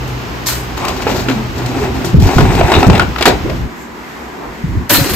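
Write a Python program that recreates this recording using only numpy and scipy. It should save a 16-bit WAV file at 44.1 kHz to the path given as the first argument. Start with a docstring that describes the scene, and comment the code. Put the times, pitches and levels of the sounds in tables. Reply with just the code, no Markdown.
"""A stack of plastic stools close on the left is dragged over brick paving outside a street kitchen:
stick-slip noise scrapes and groans, struck modes rattle, and the stack is set down hard.
A bright scuff comes near 0.46 s, then steel legs of a folding table clash as they open in the shop front:
noise bands and modes. Behind them fans hum as wavering sines and traffic murmurs as coloured noise;
puffs of wind, lumpy low noise and sinking thumps, overload the small stereo microphone."""
import sys
import numpy as np
from scipy import signal
from scipy.fft import rfft, irfft, next_fast_len
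from scipy.io import wavfile
from scipy.ndimage import uniform_filter1d

SR = 44100
rng = np.random.default_rng(int(sys.argv[2]) if len(sys.argv) > 2 else 0)


def store_pcm(level_fs):
    """Save levels as 16-bit WAV."""
    pcm = np.round(np.clip(level_fs, -1, 1) * 32767).astype(np.int16)
    wavfile.write(sys.argv[1], SR, np.atleast_2d(pcm).T)


N = 227335
TIME = np.arange(N) / SR

# hollow modes of the stool stack: f/Hz, relative level/dB, t60/s
STOOL_MODES = [(154, 6, 0.02), (256.8, 3, 0.11), (287, -3.5, 0.2), (337.4, 1.5, 0.11), (368.7, 5.5, 0.088),
               (413, 6, 0.046), (477, -12, 0.08), (499, -4, 0.049), (700, -3.5, 0.062), (737, -14, 0.062),
               (900, 5, 0.026), (1030, -7, 0.042), (1300, 0, 0.065), (1435, 9.5, 0.026)]
# low spectrum of wind turbulence, also lent to the traffic rumble: f/Hz, relative level/dB
LOW_SPECTRUM = [(20, -37), (40, 0.5), (65, 4), (105, 0), (170, -3), (260, -7), (450, -25), (900, -71)]
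# left-right likeness of sources near the microphone: f/Hz, correlation/1
NEAR_LIKENESS = [(60, 0.7), (300, 0.93), (700, 0.82), (1400, 0.8), (3000, 0.67), (6000, 0.76)]


def stool_drag(scrape_gain_db, judder_gain_db, grit_gain_db):
    """Feet catch and slip on the bricks, the legs judder in their low modes, sand crunches beneath."""
    # spectra of scraping feet and of crunching sand: f/Hz, relative level/dB
    scrape_spectrum = [(400, -3), (560, -1.5), (760, 4), (1030, -2.5), (1350, -16.5), (1800, -8.5),
                       (2640, -8), (3100, -21), (4000, -16), (5200, -100), (8000, -20.5), (16000, -65)]
    grit_spectrum = [(2500, -0.5), (4500, 5.5), (7000, 0.5), (9000, -12), (13000, -3), (16000, -14)]
    scraping, juddering, crunching = shove_levels()
    scrape = coloured(slips(per_s=2200, spread_db=1.5, clump_db=2.5), scrape_spectrum)
    catches = slips(per_s=350, spread_db=0.5, clump_db=2.0)
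    legs = np.zeros((2, N))
    for k, (hz, db, t60) in enumerate(STOOL_MODES):
        # modes above 380 Hz are weaker; neighbours have opposite sign
        legs += ring(catches, hz, t60) * from_db(db) * min(1, 380 / hz) * (-1) ** k
    grit = coloured(slips(per_s=9200, spread_db=3.5, clump_db=3.5), grit_spectrum)
    return (scrape * scraping * from_db(scrape_gain_db)
            + rms_one(legs) * juddering * from_db(judder_gain_db)
            + grit * crunching * from_db(grit_gain_db))


def shove_levels():
    """Gains of scrape, judder and grit: a shove takes hold quickly, then the stack coasts to a stop."""
    # shoves of the stack: t/s, length/s, then relative levels/dB of scrape, leg judder and grit hiss
    shoves = [(0.767, 0.18, -26.5, -22.5, -31), (0.954, 0.098, -26, -22.5, -33),
              (1.068, 0.13, -22, -15.5, -25), (1.248, 0.13, -27, -19.5, -33),
              (1.556, 0.29, -29.5, -19, -34), (1.737, 0.12, -22.5, -17, -35),
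              (1.935, 0.17, -29.5, -18.5, -34), (2.215, 0.21, -20.5, -13, -27.5),
              (2.36, 0.49, -18, -14, -30.5), (2.665, 0.17, -15.5, -7.5, -27.5),
              (2.873, 0.11, -18.5, -11, -34.5), (3.264, 0.04, -17.5, -8.5, -43),
              (3.46, 0.04, -37, -18.5, -65)]
    gains = np.zeros((3, N))
    for s, length, *levels_db in shoves:
        shove = swell(s, length, attack_s=0.0084, fall_db_per_s=206)
        gains = np.maximum(gains, from_db(levels_db)[:, None] * shove)  # the strongest shove wins
    return gains


def leg_groan(jitter, rough_db, overtone_db):
    """Sliding feet lock into an uneven stick-slip cycle that slows and fades with the stack."""
    # chattering legs: t/s, length/s, first slip rate f/Hz, level/dB at first
    groans = [(1.081, .07, 480, -23), (1.13, 0.074, 290, -23), (1.272, 0.14, 277, -13),
              (1.576, 0.058, 415, -22), (1.667, 0.044, 264, -19), (1.732, 0.034, 363, -16.5),
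              (1.736, .11, 275, -17.5), (1.794, 0.046, 412, -15), (1.85, 0.056, 395, -18),
              (1.888, .06, 253, -20), (2.011, 0.051, 380, -23)]
    sag_hz_per_s, fade_db_per_s = 440, 68
    out, unsteady, rough = 0, 1 + jitter * drift(160), rough_db * drift(90)
    for s, length, hz, db in groans:
        age = np.clip(TIME - s, 0, length)
        phase = 2 * np.pi * np.cumsum((hz - sag_hz_per_s * age) * unsteady) / SR
        gain = swell(s, length, attack_s=0.025, fall_db_per_s=300)
        gain = gain * from_db(db - fade_db_per_s * age + rough)
        out = out + gain * (np.sin(phase) + from_db(overtone_db) * np.sin(2 * phase))
    return out


def stool_resonances():
    """Short rough resonances of the plastic: dense clicks of nearly even size excite one resonator each."""
    # a scuff at 0.8 s, high clatter at 2.73 s, hollow knocks near 3.45 s:
    # t/s, length/s, f/Hz, level/dB, t60/s
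    resonances = [(0.8, 0.13, 1090, -22.5, 0.013), (2.385, 0.079, 1410, -33, 0.022),
                  (2.73, 0.051, 3730, -20, .014), (3.448, 0.02, 340, -13, 0.039),
                  (3.488, 0.045, 560, -22, 0.019)]
    out = np.zeros((2, N))
    for s, length, hz, db, t60 in resonances:
        arch = np.sqrt(np.sin(np.pi * np.clip((TIME - s) / length, 0, 1)) + 1e-12)
        clicks = slips(per_s=1500, spread_db=1, clump_db=1)
        out += from_db(db) * arch * rms_one(ring(clicks, hz, t60))
    return out


def stool_knocks(crack_db, modes_db, body_db, edge_db):
    """Nested stools slap together: a short crack and a panel's clack over the hollow ring of the stack."""
    # stools on each other and on the bricks: t/s, blow level/dB, relative hollow body level/dB,
    # relative sharp edge level/dB, t60/s at 1 kHz, clack f/Hz, clack level/dB relative to the blow
    knocks = [(0.776, -19, -7, -3, .049, 900, 2), (0.85, -6, -30, -12, 0.04, 1090, -8),
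              (0.882, -6, -10, -9, 0.088, 1120, -9), (1.021, -11.5, -28, -12, 0.082, 900, -14),
              (1.067, -4.5, -3, -36, 0.16, 460, 2), (1.091, -15, -4, -22, 0.091, 560, 3),
              (1.113, -11.5, 8, -22, 0.1, 420, 0), (1.285, -5.5, -7, -22, 0.09, 2080, -6),
              (1.298, -6.5, -10, -20, 0.056, 2040, -2), (1.311, -9.5, -14, -22, .08, 2250, -8),
              (1.66, -17, -11, -3, 0.055, 877, -16), (2.046, -16, -3, -3.5, 0.2, 925, 0),
              (2.199, -25, 10, -2.5, 0.25, 790, -12), (2.239, -29, -4, 1, 0.13, 990, -5),
              (2.291, -7.5, -5, -30, 0.042, 745, 0), (2.383, -3, 10, -19, 0.14, 1518, -1),
              (2.405, -0.5, -1, -23, 0.072, 412, -1), (2.454, -8, 11, -34, 0.029, 864, -0.5),
              (2.551, -10, -6, -10, 0.061, 452, -1), (2.611, 4.5, -6, -40, .025, 665, 1),
              (2.7, -10.5, 4, -15, 0.045, 770, 6), (2.718, 7.5, -17, -22, 0.035, 617, -9),
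              (2.739, 4.5, -19, -22, 0.036, 1080, -14), (2.751, 4, -12, -25, 0.031, 1090, -14),
              (2.764, -0.5, -17, -35, 0.071, 1280, -8), (2.806, -4.5, -8, -35, 0.043, 805, -3),
              (2.829, 5.5, -21, -22, 0.019, 768, 0), (2.845, -3.5, 1, -32, 0.03, 715, -6),
              (2.868, -14.5, 0, 1.5, 0.058, 497, 9.5), (2.899, 4.5, 4, -22, 0.048, 470, -7),
              (2.931, -2.5, -7, -21, .04, 700, -7), (2.95, -3.5, -17, -22, 0.14, 740, -3),
              (2.978, -5, -23, -14.5, 0.035, 462, -10), (2.996, 6.5, -7, -27, 0.056, 1110, -13),
              (3.018, -9.5, 3, -18, 0.12, 756, -1), (3.161, -7, -28, -24, 0.032, 1313, -0.5),
              (3.183, -7.5, -24, -19, 0.11, 774, -9), (3.209, -4.5, -8, -16, 0.16, 660, -2.5),
              (3.224, 3.5, -29, -16, 0.051, 457, -12), (3.255, 14.5, -18, -18, 0.072, 1000, -20),
              (3.265, -1, 1, -8, 0.078, 877, -8), (3.277, 3.5, 9.5, -9, 0.072, 737, 4),
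              (3.497, -12.5, -5, -22, 0.092, 600, -2), (3.557, -23, 8, -16, 0.088, 450, -10)]
    # spectrum of a crack: f/Hz, relative level/dB
    knock_spectrum = [(100, -34), (220, 9), (380, 9.5), (750, 3.5), (1400, -4.5), (2600, -2.5), (4500, 1),
                      (8000, -3.5), (15000, -9.5)]

    def colour(blow, body, edge):
        tilt = [(400, body + body_db), (900, 0), (2500, 0), (6000, edge + edge_db)]
        return lambda hz: blow + at_hz(knock_spectrum, hz) + at_hz(tilt, hz)

    s, blow_db, body, edge, t60, clack_hz, clack_db = np.transpose(knocks)
    spectra = list(map(colour, blow_db, body, edge))
    crack = crashes(s, spectra, t60, damping=0.029, chatter_db=1.0, contact_s=0.00024)
    hollow = struck(s, blow_db + body / 2, STOOL_MODES, scatter_db=7.0)
    clack = panel_rings(s, blow_db + clack_db, clack_hz, cycles=20.4, detune=0.014)
    return from_db(crack_db) * crack + from_db(modes_db) * hollow + clack


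def stool_rattle(crack_db, crack_t60, count=300):
    """Small cracks and clacks at random moments, growing with the scrape that shakes them loose."""
    # spectrum of a small crack: f/Hz, relative level/dB
    tick_spectrum = [(500, -19), (800, 7), (1500, 12), (2700, -11), (4300, -19), (8000, -31), (16000, -33)]
    rattles_per_s, above_scrape_db, size_spread_db = 60, -3.5, 1.5
    # below this scrape level the stools stay nested: the rattle loses this many extra dB per dB
    loose_db, extra_drop = -28, 0.4
    panel_hz, panel_spread_octaves = 890, 0.41
    gaps, sizes = rng.random((count, 2)).T
    s = np.cumsum(2 * gaps / rattles_per_s)
    shake_db = 20 * np.log10(np.interp(s, TIME, shove_levels()[0]) + 1e-9)
    shake_db = shake_db + extra_drop * np.minimum(shake_db - loose_db, 0)
    db = shake_db + above_scrape_db + size_spread_db * (2 * sizes - 1)
    heard = s < TIME[-1]
    s, db = s[heard], db[heard]
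    blows = np.bincount((s * SR).astype(int), from_db(db), N)
    dying = signal.lfilter([1], [1, -from_db(-60 / (crack_t60 * SR))], blows + 1e-18)
    cracks = dying * coloured(rng.standard_normal((2, N)), tick_spectrum)
    pitches = panel_hz * 2 ** (panel_spread_octaves * rng.standard_normal(len(s)))
    return from_db(crack_db) * cracks + panel_rings(s, db, pitches, cycles=16, detune=0.12)


def panel_rings(times, levels_db, pitches, cycles, detune):
    """A thin struck panel clacks at its pitch and two overtones, losing 60 dB in the given cycles."""
    # partials of a panel: multiple of its pitch/1, relative level/dB
    panel_partials = [(1, -0.5), (1.87, -11), (3.5, -16.5)]
    out, age = np.zeros((2, N + SR)), np.arange(SR // 10) / SR
    for s, db, hz in zip(times, levels_db, pitches):
        swing = 0
        for multiple, partial_db in panel_partials:
            off_pitch = 1 + detune * rng.standard_normal((2, 1))
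            wave = np.sin(2 * np.pi * hz * multiple * age * off_pitch)
            swing = swing + from_db(partial_db) * wave * rng.choice([-1, 1], (2, 1))
        start = int(s * SR)
        out[:, start:start + len(age)] += swing * from_db(db - 60 * age * hz / cycles)
    return out[:, :N]


def from_the_left(x):
    """A source on the left reaches that port a little sooner and, over most of its range, louder."""
    # level difference between the ports: f/Hz, left minus right level/dB
    stool_side = [(300, -1), (700, 1.5), (1300, 3.5), (2400, 4), (4400, 9), (9000, -2)]
    lags = np.array([[0], [0.00007]])  # s

    def gain(hz):
        balance = from_db(at_hz(stool_side, hz)) ** np.array([[.5], [-.5]])
        return balance * np.exp(-2j * np.pi * hz * lags)

    return filtered(x, gain)


def scuff_and_table_legs(crash_db):
    """A bright scuff, later clashing steel tubes that ring on, all of noise and modes; jolts drum the top."""
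    # bright scuff and leg clashes: t/s, level/dB, relative low clang level/dB,
    # relative shrill top level/dB, t60/s at 1 kHz, tube ring level/dB relative to the second column
    bursts = [(0.073, -32, -8, 8, 0.18, -18), (0.459, -14, -12, 1, 0.15, -26),
              (0.466, -11, -16, 11, 0.39, -23), (0.483, -19, 2.5, 0, 0.2, -20),
              (0.518, -24.5, 1.5, 8, 0.36, -22), (4.894, -9, -2, 16, 0.23, -19.5),
              (4.902, -8.5, 4, 22.5, 0.13, -11), (4.93, -10, -6, 17, 0.41, -10),
              (4.943, -6.5, -5, 8, 0.16, -13), (4.991, -16, -0.5, -22, 0.32, -23),
              (5.037, -20.5, 1, 12, 0.99, -17.5), (5.091, -17, -1.5, 17, 0.21, -30),
              (5.133, -17.5, -0.5, 18, 0.35, -28)]
    # spectrum of scuff and clashes: f/Hz, relative level/dB
    steel_spectrum = [(100, 12), (250, 6), (450, 3.5), (1000, 5.5), (1900, 7), (3200, 2), (4400, 4),
                      (7500, -2.5), (10000, 0), (11800, -16.5), (13500, -11), (16000, -20)]
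    # modes of the steel tubes, then of the round table top: f/Hz, relative level/dB, t60/s
    tube_modes = [(972, 1, .15), (1367, -7, .1), (1803, 0, .1), (3079, -7, .12), (4078, -7, .45),
                  (4190, -5, .05), (4312, -4, .13), (4520, -4, .05), (11576, -1, .2), (11750, -1, .16),
                  (12100, -3, .18), (12240, -2, .2), (12698, -3, .22), (13083, -8, .18)]
    top_modes = [(155, -8, 0.15), (225, -5, .12), (293, -8, .08), (379, -8, 0.08), (465, 0, .09),
                 (550, 0, 0.11)]
    # jolts of the top as the legs open: t/s, level/dB
    jolts = [(4.912, -24), (4.984, -20), (5.046, -24), (5.128, -26)]

    def colour(level, clang, shrill):
        tilt = [(1800, clang), (5500, 0), (9000, 0), (11500, shrill)]
        return lambda hz: level + at_hz(steel_spectrum, hz) + at_hz(tilt, hz)

    s, level_db, clang_db, shrill_db, t60, tube_db = np.transpose(bursts)
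    spectra = list(map(colour, level_db, clang_db, shrill_db))
    crash = crashes(s, spectra, t60, damping=0.028, chatter_db=0.5, contact_s=0.0034)
    tubes = struck(s, level_db + tube_db, tube_modes, scatter_db=1)
    top = struck(*np.transpose(jolts), top_modes, scatter_db=3)
    return from_db(crash_db) * crash + buzzing(tubes) + top + frame_chirps()


def buzzing(x):
    """Loose joints buzz, so that the ringing steel shakes in level."""
    buzz_per_s, buzz_db = 220, 4.5
    return x * from_db(buzz_db * (drift(buzz_per_s) + 0.5))


def frame_chirps():
    """A dry joint rubs as the frame is carried: a soft, high chirp that swells and fades."""
    # chirps: t/s at the height, width/s, level/dB
    chirps = [(3.82, .04, -44), (4.23, .035, -51)]
    # resonances of the joint: f/Hz, relative level/dB, t60/s
    chirp_modes = [(6600, -2, .003), (7170, -3, .025), (7480, -5, .015), (8100, -6, .003),
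                   (12700, -3, .003)]
    rubbing = slips(per_s=6000, spread_db=1, clump_db=1)
    singing = rms_one(sum(from_db(db) * rms_one(ring(rubbing, hz, t60)) for hz, db, t60 in chirp_modes))
    return singing * sum(from_db(db) / np.cosh((TIME - s) / width * np.sqrt(2)) for s, width, db in chirps)


def hinge_groan(jitter, rough_db, overtone_db):
    """The stiff hinge slips in a rough cycle whose pitch follows the swinging top, which radiates it."""
    # course of the groan: t/s, f/Hz, level/dB
    hinge = [(4.905, 390, -30), (4.924, 315, -12), (4.945, 260, -18), (4.964, 255, -29), (4.99, 285, -12.5),
             (5.025, 265, -20), (5.05, 295, -18), (5.07, 385, -16), (5.085, 420, -45), (5.098, 400, -20),
             (5.118, 320, -21), (5.13, 300, -42)]
    hz, db = in_time(hinge)
    phase = 2 * np.pi * np.cumsum(hz * (1 + jitter * drift(160))) / SR
    return from_db(db + rough_db * drift(130)) * (np.sin(phase) + from_db(overtone_db) * np.sin(2 * phase))


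def wind(edge_s):
    """Each puff pushes lumps of low turbulence into the microphone ports."""
    # puffs: t/s, level/dB, length/s
    puffs = [(2.131, -9, .135), (2.359, -8, .095), (2.47, -15, .19), (2.765, -11, .04), (2.864, -3, .05),
             (2.95, -17, .15), (3.29, -20, .08), (3.44, -20, .10), (3.60, -21, .06), (4.445, -32, .06),
             (4.633, -20, .11), (4.745, -19, .04), (4.79, -24, .05), (4.975, -18, .06), (5.105, -18, .05)]
    lumps_per_s, lump_db = 40, 2.2
    force = sum(from_db(db) * swell(s, length, edge_s, fall_db_per_s=364) for s, db, length in puffs)
    eddies = stereo(coloured(rng.standard_normal((2, N)), LOW_SPECTRUM), NEAR_LIKENESS)
    # even out the chance level over about 20 ms
    eddies /= np.sqrt(uniform_filter1d(np.mean(eddies ** 2, axis=0), size=900) + 1e-6)
    return from_db(lump_db * drift(lumps_per_s)) * force * eddies


def thumps():
    """A hard buffet rocks both ports for a few cycles of sinking pitch."""
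    # hardest buffets: t/s, level/dB, first f/Hz
    buffets = [(2.141, 5, 152), (2.179, 9, 95), (2.224, 2, 107), (2.259, 1, 76), (2.364, 0.5, 124),
               (2.386, -6, 105), (2.408, -7.5, 162), (2.429, -2, 118), (2.639, -1, 76), (2.777, 1.5, 73.4),
               (2.867, 6, 104), (2.886, 7, 192), (2.901, -4, 120), (2.929, -7, 95), (4.638, -7, 168),
               (4.769, -6.5, 81), (5.009, -5.5, 130)]
    rise_s, sag_octaves_per_s = 0.0072, 4.2
    out, age = np.zeros((2, N + SR)), np.arange(SR // 10) / SR
    shape = (age / rise_s * np.exp(1 - age / rise_s)) ** 2
    for s, db, hz in buffets:
        turns = np.cumsum(hz * 2 ** (-sag_octaves_per_s * age)) / SR
        turns = turns + rng.random() + 0.086 * rng.standard_normal((2, 1))  # ports slightly out of step
        start = int(s * SR)
        out[:, start:start + len(age)] += from_db(db) * shape * np.sin(2 * np.pi * turns)
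    return out[:, :N]


def street(kitchen_gain_db, shop_gain_db, wander):
    """Fans and traffic; the kitchen side crossfades to the shop front, each with a hum of its own."""
    # background spectra by the kitchen and by the shop front: f/Hz, relative level/dB
    kitchen_spectrum = [(25, -43), (62, 6.5), (90, -19), (180, -9), (370, -7), (550, -13.5), (1000, -11.5),
                        (1400, -15.5), (2700, -19.5), (3600, -24.5), (5300, -26.5), (8500, -40.5),
                        (12500, -37), (15500, -41)]
    shop_spectrum = [(25, -23), (60, -11.5), (110, -11), (230, -1.5), (420, -5.5), (520, -11.5),
                     (950, -7.5), (1300, -10.5), (2050, -12.5), (2900, -23), (5700, -29.5), (9000, -37),
                     (12500, -34.5), (15500, -43)]
    # traffic rumble, then hum of the big fan: t/s, level/dB
    rumble_level = [(0, -29), (.6, -31), (1.2, -25.5), (2.0, -22), (3.0, -38), (3.68, -14)]
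    hum_level = [(0, -24.5), (.15, -19), (.32, -30.5), (.75, -26), (1.05, -27.5), (1.65, -21.5), (2.2, -25),
                 (3.68, -28)]
    # partials of the big fan, then of the shop's fans and coolers: f/Hz, level/dB
    fan_hum = [(60, -19), (124, -1), (246, -12.5)]
    shop_hum = [(235, -38), (361, -43), (931, -48), (996, -47), (1970, -53)]
    # turn towards the shop front: t/s, share of power/1
    to_shop = [(3.42, 0.004), (3.68, 0.94)]
    # left-right likeness of the street: f/Hz, correlation/1
    diffuse_likeness = [(60, 0.81), (130, 0.84), (290, 0.66), (640, 0.32), (1400, 0), (3000, 0.22),
                        (6000, 0)]

    def noise(spectrum):
        return coloured(rng.standard_normal((2, N)), spectrum)

    at_shop = np.clip(np.interp(TIME, *np.transpose(to_shop)), 0, 1)
    rumble = from_db(in_time(rumble_level)[0]) * noise(LOW_SPECTRUM)
    kitchen = from_db(-23.5 + kitchen_gain_db) * noise(kitchen_spectrum) + rumble
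    shop = from_db(-28 + shop_gain_db) * ebbing(noise(shop_spectrum))
    big_fan = from_db(in_time(hum_level)[0]) * humming(fan_hum, wander)
    kitchen_side = stereo(kitchen, diffuse_likeness) + big_fan
    shop_side = stereo(shop, diffuse_likeness) + humming(shop_hum, wander=2.3)
    return np.sqrt(1 - at_shop) * kitchen_side + np.sqrt(at_shop) * shop_side


def humming(partials, wander):
    """Partials of a motor's hum, wavering in level and phase."""
    waver_db, wavers_per_s = 3.4, 11
    out = 0
    for hz, db in partials:
        level = from_db(db + waver_db * drift(wavers_per_s))
        out = out + level * np.sin(2 * np.pi * hz * TIME + wander * drift(7.9))
    return out


def ebbing(x):
    """Every octave of a noise ebbs and swells by chance on its own."""
    ebb_db, ebbs_per_s = 2, 9
    centres = np.geomspace(125, 4000, 6)
    out = 0
    for centre in centres:
        octave = np.c_[centres, centres == centre]  # 1 at this centre, 0 at the others
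        out = out + filtered(x, lambda hz: at_hz(octave, hz)) * from_db(ebb_db * drift(ebbs_per_s))
    return out


def street_echo(x, t60, wall_hz):
    """Shop fronts send back a dull, diffuse tail after a short gap."""
    age = np.arange(SR) / SR
    build_up = np.clip(age / .012 - .5, 0, 1)  # silent for 6 ms, full at 18 ms
    tail = rng.standard_normal((2, SR)) * from_db(-60 * age / t60) * build_up
    tail /= np.sqrt(np.sum(tail ** 2) / 2)
    dull = signal.butter(1, min(wall_hz, .4 * SR), fs=SR, output="sos")
    return signal.sosfilt(dull, signal.fftconvolve(x, tail, axes=1)[:, :N])


def crashes(times, spectra, t60s, damping, chatter_db, contact_s):
    """Dense, unresolved modes of each blow: chattering noise whose treble builds later and dies sooner."""
    out, edges = np.zeros((2, N + SR)), np.geomspace(90, 17000, 19)
    age, centres = np.arange(SR // 2) / SR, np.sqrt(edges[1:] * edges[:-1])
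    white = rng.standard_normal((2, 2, N)) * from_db(chatter_db * drift(350))
    for k, hz in enumerate(centres):
        power = np.zeros(N + SR)
        build_up = np.minimum(age / contact_s / max(1, hz / 3000), 1)
        for s, spectrum, t60 in zip(times, spectra, t60s):
            life = max(t60, .01) * (1000 / hz) ** damping
            decay = np.exp(-2 * np.log(1000) * age / life)
            start = int(s * SR)
            power[start:start + len(age)] += from_db(2 * spectrum(hz)) * decay * build_up
        band = signal.butter(2, edges[k:k + 2], "band", fs=SR, output="sos")
        level = np.sqrt(power[:N]) * from_db(2.2 * drift(110))
        out[:, :N] += signal.sosfilt(band, white[k % 2] * level + 1e-18)  # neighbours use unrelated noise
    return out[:, :N]


def struck(times, levels_db, modes, scatter_db):
    """Every blow rings all modes of a body, each with a strength and a direction of its own."""
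    out, at = np.zeros((2, N)), (np.asarray(times) * SR).astype(int)
    for hz, mode_db, t60 in modes:
        clicks, chance = np.zeros((2, N)), rng.standard_normal((len(at), 3)).T
        clicks[:, at] = from_db(levels_db + mode_db + scatter_db * chance[0]) * np.sign(chance[1:])
        out += ring(clicks, hz, t60)
    return out


def slips(per_s, spread_db, clump_db):
    """Two trains of stick-slip clicks of uneven size that come in clumps; rms 1."""
    sizes = from_db(spread_db * np.minimum(rng.exponential(1, (2, N)), 4)) * rng.choice([-1, 1], (2, N))
    return rms_one(sizes * (rng.random((2, N)) < per_s / SR) * from_db(clump_db * drift(70)))


def ring(clicks, hz, t60):
    """A resonator: a unit click sets a decaying sine of first height 1 ringing."""
    r, w = from_db(-60 / (t60 * SR)), 2 * np.pi * hz / SR
    return signal.lfilter([0, np.sin(w)], [1, -2 * r * np.cos(w), r * r], clicks + 1e-18)


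def swell(s, length, attack_s, fall_db_per_s):
    """Attack, hold and release, as a gain."""
    return np.clip((TIME - s) / attack_s, 0, 1) * from_db(-fall_db_per_s * np.maximum(TIME - s - length, 0))


def drift(rate):
    """Chance knots of spread 1, the given number per second, joined by straight lines."""
    knots = rng.standard_normal(2000)
    return np.interp(TIME * rate, np.arange(len(knots)), knots)


def stereo(pair, likeness):
    """Mix two unrelated signals to left and right with a given likeness per frequency."""
    def mid_side_gain(hz):
        alike = np.clip(at_hz(likeness, hz), -1, 1)
        return np.sqrt([(1 + alike) / 2, (1 - alike) / 2])

    mid, side = filtered(pair, mid_side_gain)
    return np.array([mid + side, mid - side])


def coloured(x, spectrum):
    """Give a signal a spectrum that falls away below its first point; rms 1."""
    low_hz = spectrum[0][0]
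    return rms_one(filtered(x, lambda hz: from_db(at_hz(spectrum, hz)) * np.minimum(hz / low_hz, 1) ** 2))


def filtered(x, gain):
    """Apply a smooth response, given as a function of frequency."""
    size = next_fast_len(N + 4096)
    return irfft(rfft(x, size) * gain(np.arange(size // 2 + 1) * SR / size), size)[..., :N]


def at_hz(points, hz):
    """Read a table on a log-frequency axis."""
    f, value = np.transpose(points)
    return np.interp(np.log(np.maximum(hz, 1)), np.log(f), value)


def in_time(rows):
    """Join the rows of a curve by straight lines; -99 outside, which silences a level in dB."""
    s, *columns = np.transpose(rows)
    return [np.interp(TIME, s, c, left=-99, right=-99) for c in columns]


def from_db(db):
    """Decibels to gain."""
    return 10 ** (np.asarray(db) / 20)


def rms_one(x):
    """Scale to unit rms."""
    return x / np.sqrt(np.mean(x ** 2) + 1e-20)


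def scene():
    """Stools, scuff and table with their echoes, in the street air."""
    # left-right likeness of the scuff and the table: f/Hz, correlation/1
    table_likeness = [(60, 0.021), (300, 1), (700, 1), (1400, 0.72), (3000, 0.74), (4500, -0.024),
                      (6000, -0.55)]
    drag = stool_drag(scrape_gain_db=-0.5, judder_gain_db=-5.0, grit_gain_db=-2.5) + stool_resonances()
    knocks = stool_knocks(crack_db=0.5, modes_db=-23.0, body_db=-6.5, edge_db=2.5)
    rattle = stool_rattle(crack_db=1.5, crack_t60=0.021)
    groan = leg_groan(jitter=0.0778, rough_db=2.5, overtone_db=-12.5)
    stools = from_the_left(stereo(drag + knocks + rattle, NEAR_LIKENESS) + groan)
    steel = stereo(scuff_and_table_legs(crash_db=1.0), table_likeness)
    table = steel * from_db([[.5], [-.5]])  # a touch to the left
    table = table + hinge_groan(jitter=0.048, rough_db=0.5, overtone_db=-12)
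    echo = street_echo(from_db(-10.0) * stools + from_db(-5.0) * table, t60=0.2, wall_hz=6900)
    air = wind(edge_s=0.0022) + thumps()
    background = street(kitchen_gain_db=-0.03, shop_gain_db=-0.44, wander=0.65)
    return stools + table + echo + air + background


def microphone(x, split_hz):
    """Above the split both channels hear the same sound, the left one a port spacing later."""
    lags = np.array([[.000148], [0]])  # s

    def share(hz):
        return 1 / (1 + (split_hz / (hz + 1)) ** 16)

    top = filtered(x[0], lambda hz: np.sqrt(share(hz)) * np.exp(-2j * np.pi * hz * lags))
    return filtered(x, lambda hz: np.sqrt(1 - share(hz))) + top


def record(dry):
    """Microphone ports, overload and the cut at the top."""
    x = microphone(dry, split_hz=7020)
    x = x / (1 + x ** 8) ** (1 / 8)  # overload: bends only near full scale
    return signal.sosfilt(signal.cheby2(16, 60, 16200, fs=SR, output="sos"), x)  # 60 dB down at 16.2 kHz


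dry = scene()
out = record(dry)
store_pcm(out)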